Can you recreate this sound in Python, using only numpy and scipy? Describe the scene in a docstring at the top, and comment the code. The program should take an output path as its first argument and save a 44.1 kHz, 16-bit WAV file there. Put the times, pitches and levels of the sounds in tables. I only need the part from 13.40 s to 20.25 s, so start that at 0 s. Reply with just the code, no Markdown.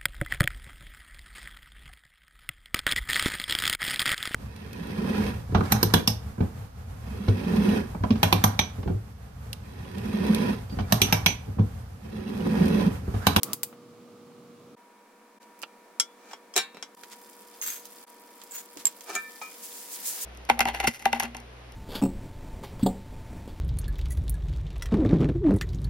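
"""A steel pan is knocked, scraped and shaken on a gas stove while popcorn is started in hot fat.
Blows ring the pan's modes, kernels pour in as a hail of clicks, and the fat sizzles in tiny ringing bursts.
Igniter sparks are noisy cracks and the flame is coloured noise; a utensil, a cup and wrappers tap, clink and snap.
Appliance hum, a whine and air noise lie behind. Five short parts, each heard from a new place,
are joined by brief fades."""
import sys
import numpy as np
from scipy import signal
from scipy.fft import rfft, irfft, next_fast_len
from scipy.io import wavfile

SR = 44100
rng = np.random.default_rng(int(sys.argv[2]) if len(sys.argv) > 2 else 0)


def inscribe(sig):
    """Save sig as 16-bit PCM at rate SR to the path in sys.argv[1].

    A 1-D sig is mono; a 2-D sig holds one channel per row.
    Samples are clipped to [-1, 1] before scaling.
    """
    pcm = np.round(np.clip(np.atleast_2d(sig).T, -1, 1) * 32767)
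    wavfile.write(sys.argv[1], SR, pcm.astype(np.int16))


N = 302085
T = np.arange(N) / SR

# pan modes: (pitch [Hz], 60 dB ring time when loaded [s], level when empty [dB], level when loaded [dB])
PAN_MODES = [(387, 0.12, -12, -16), (730, 0.088, -10, -16.5), (1270, 0.36, -35, -15.5),
             (1354, 0.21, -26, -15), (1567, 0.31, -18.5, -21), (1778, 0.6, -26.5, -13),
             (2341, 0.34, -15.5, -6.5), (2680, 0.5, -21, -31), (3700, 0.57, -31, -31),
             (3770, 0.38, -17, -45), (3980, 0.26, -12, -44), (5450, 0.19, -11, -37), (6745, 0.065, -18, -2)]
# kernels pouring: (first landing [s], fullest flow [s], level [dB], half length [s], pitch factor [ratio])
POUR_EVENTS = [(4.212, 4.265, -32, 0.069, 1), (5.084, 5.169, -36.5, 0.031, 1.06)]
# parts, each with the microphone in a new place: (start [s], kitchen level [dB], extra hum [dB])
PARTS = [(0, -63, -1), (1.358, -58, -4), (1.993, -56, -4), (3.559, -55.5, -3), (4.659, -55.5, -3)]
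# how alike left and right are: (frequency [Hz], correlation [-1 to 1])
STEREO_LIKENESS = [(100, 0.98), (500, 0.85), (1200, 0.61), (2500, 0.46), (6000, 0.015)]
SOFT_CONTACT_HZ = 3230   # a dull blow barely reaches the modes above this


def pan():
    """The pan scrapes and lands on the iron grate; once the kernels are in, they damp its wall and upper modes."""
    # iron grate rocking under the pan: (time [s], level [dB])
    rock_events = [(6.015, -42), (6.02, -42)]
    # grate modes: (pitch [Hz], 60 dB ring time [s], level [dB])
    iron_modes = [(838, 0.05, 9.5), (1281, 0.21, -0.5), (2300, 0.47, -3), (2420, 0.31, 1)]
    # colour of the rocking and scraping: (frequency [Hz], relative level [dB per Hz])
    grate_colour = [(120, -16), (300, 3), (750, 9.5), (2400, -1), (6500, 4), (12000, -8)]
    # pan landing and settling: (time [s], level [dB], tilt [dB per octave], ring [dB])
    knock_events = [(3.157, -30.5, -2, -2), (3.1632, -16.5, 4.5, 2), (3.171, -24, 3.5, 2),
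                    (3.177, -15, 0.5, -3), (3.185, -24.5, -0.5, 3.5), (3.346, -41.5, -5.5, 0),
                    (3.37, -38, -6, -2), (5.752, -23.5, 4, 0.5), (5.761, -33, -2, 8)]
    # colour of the knocks: (frequency [Hz], relative level [dB per Hz])
    knock_colour = [(130, -1), (300, 0.5), (1000, 1.5), (2400, 1.5), (4600, -2), (7500, 4), (9000, -5),
                    (16000, -15.5)]

    rocking = strikes(rock_events, grate_colour, iron_modes, crack_t60=0.066, tail_db=-7.5, tail_t60=0.45)
    out = scrape(grate_colour) + rocking
    first_pour_s = POUR_EVENTS[0][0]
    for loaded in (False, True):
        knocks = [row for row in knock_events if (row[0] > first_pour_s) == loaded]
        if loaded:
            modes = [(hz, t60, full_db) for hz, t60, empty_db, full_db in PAN_MODES]
        else:
            # the empty pan lands flat and hard, so the grate shortens its ring
            modes = [(hz, .65 * t60, empty_db) for hz, t60, empty_db, full_db in PAN_MODES]
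            modes = modes + wall_modes()
        out = out + strikes(knocks, knock_colour, modes,
                            crack_t60=0.032, tail_db=-10.0, tail_t60=0.14, partials=400)
    return out


def wall_modes(count=44):
    """The pan's wall has a crowd of weak, closely spaced modes."""
    low_hz, high_hz, t60_s, level_db = 416.4, 4410, 0.24, -28.5
    pitches = np.linspace(low_hz, high_hz, count) + low_hz * rng.uniform(0, 0.45, count)
    return [(hz, t60_s, level_db) for hz in pitches]


def scrape(spectrum, width_hz=70, ring_db=22):
    """Steel judders over iron in tiny slips, which set the pan's lower modes singing."""
    # pan sliding, gathering speed until it catches: (catch [s], level [dB], run-up [s])
    slide_events = [(2.93, -48, 0.073), (5.702, -36, 0.019), (5.747, -37.5, 0.021), (6.78, -51, 0.19)]
    stop_s = 0.021
    speed = sum(from_db(db) * envelope(s, run_up, 0, stop_s) for s, db, run_up in slide_events)
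    slips = grains(per_s=1800, spread_db=0.0)
    low_modes = [(hz, width_hz, full_db + ring_db)
                 for hz, t60, empty_db, full_db in PAN_MODES if hz < SOFT_CONTACT_HZ]
    singing = resonances(slips + 1e-18, low_modes)
    return speed * colour(slips + singing, spectrum)


def kernels(count=22):
    """Hard little impacts ring pan floor and cup; each lands elsewhere and so favours other resonances."""
    # pan floor and cup under the hail: (frequency before pitch factor [Hz], width [Hz], level [dB])
    hail_resonances = [(6470, 66, 4.5), (7550, 200, -8.5), (13100, 170, 0), (14700, 320, -5)]
    # colour of the pour: (frequency [Hz], relative level [dB per Hz])
    kernel_colour = [(150, -18), (1300, -4.5), (4500, -1.5), (7000, 3.5)]
    first_landing_s = 0.0093   # time for the first kernels to fade in

    impacts = grains(per_s=1300, spread_db=1.8)

    def hail(table):
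        """Give each resonance its own random strength at every impact."""
        return sum(resonances(impacts * rng.standard_normal(N) + 1e-18, [row]) for row in table)

    weak = hail([(hz * rng.uniform(0.9, 0.95), 90, -6) for hz in np.geomspace(1350, 15200, count)])
    direct = from_db(-17) * impacts
    out = 0
    for landing, fullest, db, length, pitch in POUR_EVENTS:
        ringing = hail([(hz * pitch, width, peak_db) for hz, width, peak_db in hail_resonances])
        # the stream swells and thins as the cup tips, and is heard once the first kernels land
        landed = np.clip((T - landing) / first_landing_s, 0, 1)
        flow = landed * swells([(fullest, db, length)])
        out = out + flow * colour(ringing + weak + direct, kernel_colour)
    return out


def sizzle():
    """Water bursts out of the fat in separate spits; shaking wets the kernels and spits merge into a hiss."""
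    # stretches of frying: (start [s], end [s], level at the start [dB])
    frying_spans = [(3.547, 4.641, -57), (4.666, 6.9, -57.5)]
    # kernels swishing through the fat as the pan is shaken: (time [s], level [dB], half length [s])
    shake_events = [(6.247, -40.5, 0.02), (6.372, -43.5, 0.068), (6.54, -36.5, 0.023),
                    (6.679, -28.5, 0.023), (6.751, -37.5, 0.031), (6.827, -31.5, 0.014)]
    # colour of the spits: (frequency [Hz], relative level [dB per Hz])
    fat_colour = [(300, 6.5), (1200, -5.5), (3300, -6.5), (4500, -3), (16000, 5)]
    # colour of the swish: (frequency [Hz], relative level [dB per Hz])
    swish_colour = [(500, -34), (3200, -11), (7000, 5.5), (15000, 1.5)]
    heating_db_per_s = 6   # frying grows as the fat heats
    # a shake flares the sizzle: level relative to the swish, rise and settling time
    flare_db, flare_rise_s, flare_settle_s = -14, 0.045, 0.08

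    heat = sum(from_db(db + heating_db_per_s * (T - start)) * (T >= start) * (T < end)
               for start, end, db in frying_spans)
    flares = sum(from_db(db + flare_db) * envelope(s, flare_rise_s, 0, flare_settle_s)
                 for s, db, length in shake_events)
    level = heat + flares
    separate = scattered(spits(per_s=380, spread_db=2.7), wet_db=-1, t60=.025)
    ticks = colour(separate, fat_colour)
    hiss = colour(spits(per_s=5000, spread_db=-1.5), fat_colour)
    # the louder the frying, the more of it is hiss; half the power at -46 dB
    merged = level ** 2 / (level ** 2 + from_db(-46) ** 2)
    frying = level * (np.sqrt(1 - merged) * ticks + np.sqrt(merged) * hiss)
    swish = swells(shake_events) * colour(grains(per_s=4000, spread_db=-2.0), swish_colour)
    return frying + swish


def spits(per_s, spread_db, width_share=0.7, count=10):
    """Tiny bursts, each ringing briefly at one of several pitches."""
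    bursts, dealt = grains(per_s, spread_db), rng.integers(0, count, N)
    out = 0
    for k, hz in enumerate(np.geomspace(2000, 15000, count)):
        out = out + resonate(bursts * (dealt == k) + 1e-18, hz, width_share * hz) / np.sqrt(hz)
    return rms_one(out)


def handling():
    """Utensil, cup, wrappers and hands: hard things ring, dull bumps and paper only crack and rustle."""
    # utensil tapping the pan, the last row a light knock on the grate: (time [s], level [dB], tilt [dB per
    # octave], ring [dB])
    tap_events = [(2.5985, -19.5, 1, 4), (2.912, -46, -5, -4), (2.933, -38, -9.5, 3),
                  (3.139, -45.5, -2.5, 8), (3.4255, -33, -4, -0.5)]
    # utensil modes: (pitch [Hz], 60 dB ring time [s], level [dB])
    utensil_modes = [(1380, 0.13, -19.5), (3270, 0.095, -8), (3440, 0.34, -30), (5350, 0.024, 4),
                     (5460, 0.092, -4.5), (6520, 0.055, -4.5), (7550, 0.049, -1.5), (10770, 0.037, -4)]
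    # colour of the taps: (frequency [Hz], relative level [dB per Hz])
    tap_colour = [(150, -31), (700, -3), (3300, 2), (4400, 0), (5400, 6), (8500, -2.5), (12000, -13)]
    # measuring cup clinking: (time [s], level [dB], pitch [Hz])
    clink_events = [(4.215, -44, 6400), (4.273, -46, 7550), (5.11, -56, 7430), (5.12, -53, 7600),
                    (5.4545, -30, 7400), (5.468, -31.5, 7350)]
    # cup modes: (multiple of the clink's pitch [ratio], 60 dB ring time [s], level [dB])
    cup_modes = [(1.003, 0.033, 20), (1.017, 0.063, 11.5), (1.627, 0.055, 3)]
    # wrappers, stray kernels and loud spits of fat: (time [s], level [dB], tilt [dB per octave])
    snap_events = [(2.191, -43.5, 10), (3.635, -35.5, -3), (4.4545, -35, 5.5), (5.0165, -39.5, -2),
                   (5.0372, -37, 9), (5.372, -35, 0.5), (5.608, -37, 1.5)]
    # colour of snaps, clinks and rustles: (frequency [Hz], relative level [dB per Hz])
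    snap_colour = [(120, -9), (700, -2), (2500, 3), (7000, 4), (16000, -6.5)]
    # butter peeling off its paper, a quick run of snaps: (time [s], level [dB], tilt [dB per octave])
    peel_events = [(2.2178, -31.5, 18.5), (2.226, -31, 14), (2.2328, -25, -3), (2.2382, -31, -4)]
    # colour of the peeling: (frequency [Hz], relative level [dB per Hz])
    paper_colour = [(200, -8), (1500, 3), (2100, -3), (2800, 9), (3900, -3.5), (5200, -1.5), (16000, -35)]
    # dull bumps of knob and hands: (time [s], level [dB], tilt [dB per octave])
    bump_events = [(.327, -47, 5), (5.364, -39, -14)]
    # colour of the bumps: (frequency [Hz], relative level [dB per Hz])
    bump_colour = [(60, -21), (330, -5), (1600, -22), (9000, -69)]
    # plastic and paper rustling: (time [s], level [dB], half length [s])
    rustle_events = [(2.03, -55, 0.0085), (3.728, -44, 0.011), (5.403, -45, 0.018)]

    taps = strikes(tap_events, tap_colour, utensil_modes,
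                   crack_t60=0.04, tail_db=-5.0, tail_t60=0.11, partials=100)
    clinks = 0
    for s, db, pitch in clink_events:
        modes = [(pitch * k, t60, mode_db) for k, t60, mode_db in cup_modes]
        clinks = clinks + strikes([(s, db)], snap_colour, modes,
                                  crack_t60=0.042, tail_db=-12.0, tail_t60=0.21)
    snaps = strikes(snap_events, snap_colour, [], crack_t60=0.011, tail_db=-6.5, tail_t60=0.072)
    peeling = strikes(peel_events, paper_colour, [], crack_t60=0.013, tail_db=-12.5, tail_t60=0.064)
    bumps = strikes(bump_events, bump_colour, [], crack_t60=0.095, tail_db=-17.0, tail_t60=0.057)
    crumple = swells(rustle_events) * colour(grains(per_s=1200, spread_db=0.5), snap_colour)
    # taps lean to the left; clinks, snaps and peeling to the right
    left = taps * from_db([[1], [-1]])
    right = (clinks + snaps + peeling) * from_db([[-2], [2]])
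    return left + right + bumps + crumple


def stove():
    """Sparks snap ten times a second, the gas catches with a puff and burns on under the pan."""
    # igniter sparks: (time [s], level [dB])
    spark_events = [(.0322, -11.5), (.1324, -13.5), (.2324, -12.5)]
    # colour of the sparks: (frequency [Hz], relative level [dB per Hz])
    spark_colour = [(150, -12), (1800, -15.5), (4200, -8), (13000, -1.5), (16000, -4)]
    # colour of the flame: (frequency [Hz], relative level [dB per Hz])
    flame_colour = [(40, -75), (100, -10.5), (250, -5), (700, -18), (1700, -29), (4600, -30),
                    (16000, -41.5)]
    # gap between burner and pan: (frequency [Hz], width [Hz], level relative to the steady flame [dB])
    burner_gap = (1190, 150, -11)
    ignition_s, attack_s, hold_s, release_s = 0.065, 0.033, 0.079, 0.0042
    puff_db, flame_db = -45.5, -54

    sparks = strikes(spark_events, spark_colour, [],
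                     crack_t60=0.0088, tail_db=-8.5, tail_t60=0.05, partials=950)
    sparks = scattered(sparks, wet_db=-15.5, t60=0.24)
    puff = envelope(ignition_s, attack_s, hold_s, release_s)
    # the flame is heard in the first part only
    burning = np.minimum(T / ignition_s, 1) * (part_number() == 0)
    level = from_db(puff_db) * puff + from_db(flame_db) * burning
    hz, width, db = burner_gap
    # two passes, each twice as wide
    once = resonate(noise(flame_colour), hz, 2 * width)
    gap = from_db(db) * rms_one(resonate(once, hz, 2 * width))
    # the gap sings hardest while the gas is catching
    roar = noise(flame_colour) + gap * (1 + puff)
    return sparks + level * roar * from_db([[-1], [1]])


def kitchen():
    """Appliance hum, changing with the microphone's place, over a whining motor and moving air."""
    # hum in front of the stove: (multiple of hum_hz [ratio], level relative to the air [dB])
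    front_hum = [(1, 5), (2, 9)]
    # hum above the hob: (multiple of hum_hz [ratio], settled level relative to the air [dB],
    # extra level as a part opens [dB])
    above_hum = [(2, -3, -4.5), (4, -3.5, 6.5)]
    # faint steady motor tone: (pitch [Hz], level relative to the air [dB])
    motor_tone = [(1782, -16)]
    # colour of the air: (frequency [Hz], relative level [dB per Hz])
    air_colour = [(30, -22), (125, -45.5), (200, -0.5), (400, -4), (1200, -6.5), (2500, -19.5),
                  (9500, -22.5), (16000, -28)]
    # resonances of the pan, ringing faintly along with the air noise: (frequency [Hz], width [Hz], level [dB])
    sympathetic_pan_resonances = [(2320, 240, 3.5)]
    hum_hz, hum_settle_s = 239.9, 0.24

    place = part_number()
    start, level_db, hum_db = np.transpose(PARTS)
    # the upper hum line is loudest as a part opens, the lower one weakest; then both settle
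    fresh = np.exp(-(T - start[place]) / hum_settle_s)
    above = sum(tones([(k, db)], hum_hz) * from_db(extra_db * fresh) for k, db, extra_db in above_hum)
    hum = from_db(hum_db)[place] * np.where(place == 0, tones(front_hum, hum_hz), above)
    air = noise(air_colour)
    air = rms_one(air + resonances(air, sympathetic_pan_resonances))
    # the whine is heard only above the hob
    return from_db(level_db)[place] * (air + hum + (place > 0) * tones(motor_tone))


def strikes(events, spectrum, modes, crack_t60, tail_db, tail_t60, partials=300, vary_db=1, low_cut_hz=200):
    """Each blow is a noisy crack, a tail of many weak partials and the strong modes of the object."""
    detune = 0.0035   # largest share by which a contact shifts a mode, so that overlapping blows beat
    t = np.arange(SR // 2) / SR
    out = np.zeros((2, N + len(t)))

    def fade(t60):
        """Fall by 60 dB in t60 seconds."""
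        return np.exp(-np.log(1000) * t / t60)

    bins = len(t) // 2 + 1
    is_partial = rng.random(bins) < partials / bins   # the same for every blow in this call
    for s, level_db, *manner in events:
        tilt_db, ring_db = manner + [0] * (2 - len(manner))   # a plain blow unless the row says more
        crack = colour(rng.standard_normal((2, len(t))), spectrum, tilt_db)
        partial_waves = irfft(is_partial * np.exp(2j * np.pi * rng.random((2, bins))), len(t))
        tail = colour(partial_waves, spectrum, tilt_db)
        blow = crack * fade(crack_t60) + from_db(tail_db) * tail * fade(tail_t60)
        for hz, t60, mode_db in modes:
            # short waves reach the two microphones out of step
            alike = np.clip(at_hz(STEREO_LIKENESS, hz), -1, 1)
            apart = np.arccos(alike) * rng.choice([-.5, .5])
            phase = rng.uniform(0, 2 * np.pi) + apart * np.array([[1], [-1]])
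            soft_db = min(tilt_db, 0) * max(np.log2(hz / SOFT_CONTACT_HZ), 0)
            strength = from_db(mode_db + ring_db + soft_db + vary_db * rng.standard_normal((2, 1)))
            shifted_hz = hz * (1 + detune * rng.uniform(-0.92, 1))
            blow += strength * np.sin(2 * np.pi * shifted_hz * t + phase) * fade(t60)
        start = round(s * SR)
        out[:, start:start + len(t)] += from_db(level_db) * blow
    # small objects radiate little bass
    high_pass = signal.butter(4, low_cut_hz, "high", fs=SR, output="sos")
    return signal.sosfilt(high_pass, out[:, :N] + 1e-18)


def scattered(x, wet_db, t60):
    """Nearby steel and tiles add a short spray of reflections to every click."""
    t = np.arange(SR // 8) / SR
    spray = rng.standard_normal((2, len(t))) * np.exp(-np.log(1000) * t / t60)
    spray /= np.sqrt(np.sum(spray ** 2, axis=1, keepdims=True))
    return x + from_db(wet_db) * signal.fftconvolve(x, spray, axes=1)[:, :N]


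def colour(pair, spectrum, tilt_db=0):
    """Two unrelated signals become a stereo sound of this spectrum, alike in the bass; rms 1."""
    size = pair.shape[1]
    padded = next_fast_len(size)
    hz = np.maximum(np.fft.rfftfreq(padded, 1 / SR), 1)
    alike = np.clip(at_hz(STEREO_LIKENESS, hz), -1, 1)
    # the tilt starts at the second point of the spectrum
    octaves = np.log2(np.maximum(hz, spectrum[1][0]))
    mid, side = rfft(pair, padded) * from_db(at_hz(spectrum, hz) + tilt_db * octaves)
    stereo = np.sqrt(1 + alike) * mid + np.sqrt(1 - alike) * side * [[1], [-1]]
    return rms_one(irfft(stereo, padded)[:, :size])


def noise(spectrum):
    """Smooth stereo noise of this spectrum."""
    return colour(rng.standard_normal((2, N)), spectrum)


def grains(per_s, spread_db):
    """Random clicks of either sign and uneven size, scaled to unit power."""
    sizes = from_db(spread_db * np.minimum(rng.exponential(1, (2, N)), 5))
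    happens = rng.random((2, N)) < per_s / SR
    return rms_one(happens * sizes * rng.choice([-1, 1], (2, N)))


def resonate(x, hz, width):
    """A resonance with gain about 1 on top."""
    r = np.exp(-np.pi * width / SR)
    feed = np.array([1, 0, -1]) * (1 - r * r) / 2
    return signal.lfilter(feed, [1, -2 * r * np.cos(2 * np.pi * hz / SR), r * r], x)


def resonances(x, table):
    """Several resonances side by side."""
    return sum(from_db(db) * resonate(x, hz, width) for hz, width, db in table)


def tones(rows, unit_hz=1):
    """Steady sines of the given rms levels."""
    return np.sqrt(2) * sum(from_db(db) * np.sin(2 * np.pi * (k * unit_hz * T + rng.random()))
                            for k, db in rows)


def swells(rows):
    """A smooth rise and fall of gain for each row."""
    return sum(from_db(db) * np.exp(-.5 * ((T - s) / length) ** 2) for s, db, length in rows)


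def envelope(s, attack_s, hold_s, release_s):
    """Exponential rise up to time s, a hold at 1, exponential release."""
    return np.exp(np.minimum(T - s, 0) / attack_s - np.maximum(T - s - hold_s, 0) / release_s)


def part_number():
    """Number of the part at every moment; the first is in front of the stove, the others above the hob."""
    return np.searchsorted([s for s, *levels in PARTS[1:]], T)


def at_hz(points, hz):
    """Read a table on a log-frequency axis."""
    f, value = np.transpose(points)
    return np.interp(np.log(hz), np.log(f), value)


def from_db(db):
    """Decibels to gain."""
    return 10 ** (np.asarray(db) / 20)


def rms_one(x):
    """Scale to unit power."""
    return x / np.sqrt(np.mean(x ** 2) + 1e-20)


def scene():
    """Everything around the stove."""
    return pan() + kernels() + sizzle() + handling() + stove() + kitchen()


def record(dry, fade_out_s=0.0052, fade_in_s=0.012, gap_s=0.0037):
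    """The sound fades down and up again at each join; the top of the treble is cut."""
    cutoff_hz = 16200
    joins = [np.maximum((s - gap_s - T) / fade_out_s, (T - s - gap_s) / fade_in_s)
             for s, *levels in PARTS[1:]]
    opening = np.min(joins, axis=0)
    faded = dry * np.clip(opening, .07, 1)   # never quite silent
    low_pass = signal.ellip(10, .2, 80, cutoff_hz, fs=SR, output="sos")
    return signal.sosfilt(low_pass, faded)


dry = scene()
out = record(dry)
inscribe(out)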